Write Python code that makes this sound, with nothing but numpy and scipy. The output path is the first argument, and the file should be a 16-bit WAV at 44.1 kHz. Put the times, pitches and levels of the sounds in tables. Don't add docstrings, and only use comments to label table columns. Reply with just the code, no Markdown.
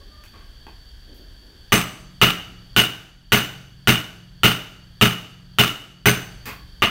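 import sys
import numpy as np
from scipy import signal
from scipy.fft import rfft, irfft
from scipy.io import wavfile

SR = 44100
rng = np.random.default_rng(int(sys.argv[2]) if len(sys.argv) > 2 else 0)


def file_out(sig):
    cols = np.atleast_2d(sig).T
    lim = np.clip(cols, -1, 1)
    pcm = np.round(lim * 32767).astype(np.int16)
    wavfile.write(sys.argv[1], SR, pcm)


N = 304272
TIME = np.arange(N) / SR
AGE = TIME[:SR]

# frequency_hz, relative_density_db (per Hz)
AIR_SPECTRUM = [(30, -3.5), (90, 0), (170, -8.5), (300, -12.5), (500, -19), (1000, -21.5), (2300, -27.5),
                (5200, -24), (7500, -32.5), (10400, -33), (13000, -33), (16000, -36)]
# centre_hz, width_hz (of each of two filter passes), rms_level_db
WHINE_BANDS = [(1644, 390, -63), (3240, 560, -59), (4555, 170, -55.5)]
# middle_s, half_length_s, pitch_hz, relative_level_db
HOOT_NOTES = [(0.017, 0.029, 548, -52.5), (0.18, 0.074, 601, -56)]
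# middle_s, half_length_s, level_db (at the middle)
ARM_RUSTLES = [(0.055, 0.11, -56.5), (1.111, 0.03, -50.5), (1.216, 0.071, -52.5), (1.497, 0.13, -56.5)]
# frequency_hz, t60_s
ROOM_DECAY = [(100, 0.8), (400, 0.65), (1500, 0.56), (3000, 0.53), (6000, 0.61), (10000, 0.53),
              (16000, 0.44)]
# start_s, relative_level_db, brightness_db_per_octave,
# length_s (decay time of the snaps)
BLADE_TOUCHES = [(.238, -42.5, 2, 0.0019), (.335, -41.5, -2.5, 0.084), (0.667, -37.5, -4, 0.0019),
                 (1.142, -61, 7, 0.028), (6.456, -30, 3, 0.009), (6.466, -24, -1, 0.035)]
# frequency_hz, width_hz, relative_level_db
SLOT_MODES = [(182, 24, 15), (315, 26, 15), (1100, 77, 22), (1140, 54, 6), (1580, 48, 5), (2000, 40, 1)]
# frequency_hz, relative_level_db
CRACK_SPECTRUM = [(30, -8.5), (70, -2), (130, 2), (330, 1), (520, -6), (700, -2), (980, -6), (1200, -2.5),
                  (2500, 0.5), (3600, -8), (4400, -10.5), (6200, -14), (8000, -18.5), (10400, -21),
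                  (12000, -15.5), (15000, -14.5)]
# frequency_hz, width_hz, relative_level_db
HANDLE_MODES = [(2845, 50, 3), (2890, 35, 5), (2925, 28, 9), (3015, 35, 8), (3550, 200, -3)]
# frequency_hz, width_hz, relative_level_db
BLADE_MODES = [(6099, 26, -1), (6190, 26, 0), (6290, 30, -2), (7257, 10, 0), (8037, 6, 3), (8694, 14, 6.5),
               (8790, 16, 2), (10933, 30, -4), (13727, 30, -5), (14632, 30, 1), (14695, 22, 3)]
# nominal_frequency_hz, relative_level_db, t60_s
BENCH_MODES = [(33, -17, 0.26), (123.5, -2.5, 0.27), (178.5, -13, 0.41), (208.4, -6.5, 0.25),
               (231.7, -10, 0.22), (316, -14.5, 0.23), (410.3, -9, 0.22), (441.6, -21, 0.34),
               (620, -32, 0.6), (110.7, -45, 5.1), (136, -42, 3.5), (178.6, -44, 4.1)]
# (relative, modes above 12 kHz)
HAMMER_BLOWS = [(1.7216, 1.5, 1225, 0.94, 0.5, 6), (2.2152, 1, 1330, .1, 0, 6),
                (2.764, 5.5, 1487, 0.03, -2, -1), (3.3207, 3.5, 1476, 0.3, 0, 7),
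                (3.8735, 3.5, 1460, 0.2, 2.5, 4), (4.434, 3, 1390, 0.06, 1, 7),
                (5.0124, 3.5, 1290, 0.1, 3, 0), (5.5860, 5, 1350, 0, 1.5, -4), (6.0570, -1, 1540, 1, 2, 14),
                (6.8215, -10.5, 1200, 0.26, -16, 0)]

SLOT_RING_DB, SLOT_RING_LOSS_DB = -16, 2.5
TREBLE_DB, TREBLE_PER_FORCE = -1.5, 0.65
BOOM_DB, BOOM_PER_FORCE = -1.5, 1
KNOCK_DB, KNOCK_OFF_DB = 4.5, -3.5
HANDLE_DB, HANDLE_OFF_DB = 6.5, -11.5
BLADE_DB, BLADE_OFF_DB = 4.5, 9.5


def from_db(db):
    return 10 ** (np.asarray(db) / 20)


def rms_one(x):
    return x / np.sqrt(np.mean(x ** 2) + 1e-20)


def at_hz(points, hz):
    table_hz, value = np.transpose(points)
    return np.interp(np.log(hz + 1e-9), np.log(table_hz), value)


def add(out, start_s, sound):
    at = max(round(start_s * SR), 0)
    out[at:at + len(sound)] += sound[:N - at]


def band(x, low_hz, high_hz):
    edges = [low_hz, min(high_hz, SR / 2 - 1)]
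    return signal.sosfilt(signal.butter(2, edges, "band", fs=SR, output="sos"), x)


def resonate(x, hz, width_hz):
    radius = np.exp(-np.pi * width_hz / SR)
    feedforward = np.array([1, 0, -1]) * (1 - radius * radius) / 2
    feedback = [1, -2 * radius * np.cos(2 * np.pi * hz / SR), radius * radius]
    return signal.lfilter(feedforward, feedback, x + 1e-18)


def ringing(x, modes):
    return sum(from_db(db) * resonate(x, hz, width_hz) for hz, width_hz, db in modes)


def swell(middle_s, half_length_s):
    return np.exp(-((TIME - middle_s) / half_length_s) ** 2)


def background(air_db=-53, rumble_db=-45):
    white = rng.standard_normal((3, N))
    air_gain = from_db(at_hz(AIR_SPECTRUM, np.fft.rfftfreq(N, 1 / SR)))
    air = from_db(air_db) * rms_one(irfft(rfft(white[0]) * air_gain, N))
    rumble = from_db(rumble_db) * rms_one(band(white[1], 26, 62))
    whine = np.zeros(N)
    for hz, width_hz, db in WHINE_BANDS:
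        narrow = resonate(resonate(white[2], hz, width_hz), hz, width_hz)
        whine += from_db(db) * rms_one(narrow)
    return air + rumble + whine


def hoots(width_hz=22, harmonics_db=(-2, -3, -5)):
    out, white = np.zeros(N), rng.standard_normal(len(AGE))
    for middle_s, half_length_s, pitch_hz, db in HOOT_NOTES:
        note = np.zeros(len(AGE))
        for k, part_db in enumerate(harmonics_db, 1):
            narrow = resonate(resonate(white, k * pitch_hz, width_hz), k * pitch_hz, width_hz)
            note += from_db(part_db) * rms_one(narrow)
        add(out, 0, from_db(db) * swell(middle_s, half_length_s)[:len(note)] * note)
    return out


def rustles(low_hz=190, high_hz=430):
    rubbing = rms_one(band(rng.standard_normal(N), low_hz, high_hz))
    envelope = sum(from_db(db) * swell(middle_s, half_s) for middle_s, half_s, db in ARM_RUSTLES)
    return rubbing * envelope


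def click(level_db):
    cepstrum = irfft(np.log(from_db(level_db)), len(AGE))
    cepstrum[1:] *= 2 * (AGE[1:] < .5)
    return irfft(np.exp(rfft(cepstrum)), len(AGE))


def workshop(walls, direct_db=-9, early_s=0.043, late_db=-13, build_s=0.0031, same=0.62, lump_s=.003):
    white = np.sqrt(same) * walls + np.sqrt(1 - same) * rng.standard_normal(walls.shape)
    edges = np.geomspace(40, 19000, 15)
    lumps_db = 3 * np.interp(AGE / lump_s, np.arange(len(AGE)), rng.standard_normal(len(AGE)))
    early = np.exp(-(AGE / early_s) ** 1.08) * from_db(lumps_db)
    out = np.zeros(len(AGE))
    for k, (low_hz, high_hz) in enumerate(zip(edges, edges[1:])):
        t60_s = at_hz(ROOM_DECAY, np.sqrt(low_hz * high_hz))
        tail = from_db(late_db) * np.exp(-np.log(1000) * AGE / t60_s)
        out += band(white[k % 2], low_hz, high_hz) * np.hypot(early, tail)
    out *= 1 - np.exp(-AGE / build_s)
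    out /= np.linalg.norm(out)
    out[0] += from_db(direct_db)
    return out


def touches(walls, touch_db=30, pivot_hz=1500):
    out, hz = np.zeros(N), np.fft.rfftfreq(len(AGE), 1 / SR)
    room = workshop(walls, direct_db=-2.5)
    for start_s, db, tilt_db, length_s in BLADE_TOUCHES:
        snaps = rng.standard_normal(len(AGE)) ** 3 * np.exp(-AGE / max(length_s, 1e-3))
        tilt = tilt_db * np.log2(np.maximum(hz, 400) / pivot_hz)
        wood = click(at_hz(CRACK_SPECTRUM, hz) + tilt)
        contact = signal.fftconvolve(snaps / np.linalg.norm(snaps), wood)[:len(AGE)]
        slot_gain = from_db(SLOT_RING_DB - SLOT_RING_LOSS_DB * tilt_db)
        sound = contact + slot_gain * ringing(contact, SLOT_MODES)
        add(out, start_s, from_db(touch_db + db) * signal.fftconvolve(sound, room))
    return out


def chisel(knock_hz, knock_db, handle_db, treble_db, blade_db, top_db, spread_db=1.0):
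    hz = np.fft.rfftfreq(len(AGE), 1 / SR)
    treble = at_hz([(2800, 0), (7500, treble_db)], hz)
    crack = click(at_hz(CRACK_SPECTRUM, hz) + treble)
    knock = from_db(knock_db) * resonate(crack, knock_hz, 150)
    handle = from_db(handle_db) * ringing(crack, HANDLE_MODES)
    blade_modes = []
    for mode_hz, width_hz, db in BLADE_MODES:
        take_up_db = top_db if mode_hz > 12000 else blade_db
        blade_modes.append((mode_hz, width_hz, db + spread_db * rng.normal() + take_up_db))
    return crack + knock + handle + ringing(crack, blade_modes)


def bar_knock(knock_hz, t60_s=0.066):
    return np.sin(2 * np.pi * knock_hz * AGE) * np.exp(-np.log(1000) * AGE / t60_s)


def bench(lag_s=0.00479, rise_s=0.0037, spread_db=2.0, detune=0.0099):
    t = np.maximum(AGE - lag_s, 0)
    out = np.zeros(len(t))
    for k, (hz, db, t60_s) in enumerate(BENCH_MODES):
        swing = np.sin(2 * np.pi * hz * (1 + detune * rng.normal()) * t)
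        gain = (-1) ** k * from_db(db + spread_db * rng.normal())
        out += gain * swing * np.exp(-np.log(1000) * t / t60_s)
    return out * (1 - np.exp(-t / rise_s))


def hammering(walls, chisel_db=36, bar_db=-1, bar_off_db=-6):
    out = np.zeros(N)
    for start_s, force_db, knock_hz, off_centre, bench_db, top_db in HAMMER_BLOWS:
        strike = chisel(knock_hz,
                        knock_db=KNOCK_DB + KNOCK_OFF_DB * off_centre,
                        handle_db=HANDLE_DB + HANDLE_OFF_DB * off_centre,
                        treble_db=TREBLE_DB + TREBLE_PER_FORCE * force_db,
                        blade_db=BLADE_DB + BLADE_OFF_DB * off_centre,
                        top_db=top_db)
        in_room = signal.fftconvolve(strike, workshop(walls))
        bar_gain = from_db(bar_db + bar_off_db * off_centre + force_db)
        boom_gain = from_db(BOOM_DB + BOOM_PER_FORCE * force_db + bench_db)
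        add(out, start_s, from_db(chisel_db + force_db) * in_room)
        add(out, start_s, bar_gain * bar_knock(knock_hz))
        add(out, start_s, boom_gain * bench())
    return out


def scene():
    walls = rng.standard_normal((2, len(AGE)))
    return (background() + hoots() + rustles() + touches(walls) + hammering(walls))[None]


def gain_control(x, threshold_db, release_db_per_s, attack_s=0.00016):
    over_db = np.maximum(20 * np.log10(np.abs(x) + 1e-9) - threshold_db, 0)
    ramp_db = release_db_per_s * TIME
    held_db = np.maximum.accumulate(over_db + ramp_db, axis=-1) - ramp_db
    smoothing = np.exp(-1 / (attack_s * SR))
    return x * from_db(-signal.lfilter([1 - smoothing], [1, -smoothing], held_db))


def record(dry):
    level = gain_control(dry, threshold_db=5.5, release_db_per_s=18.5)
    rounded = level / (1 + (level / .82) ** 4) ** (1 / 4)
    top_cut = signal.ellip(10, .2, 90, 15700, fs=SR, output="sos")
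    return signal.sosfilt(top_cut, rounded)


dry = scene()
out = record(dry)
file_out(out)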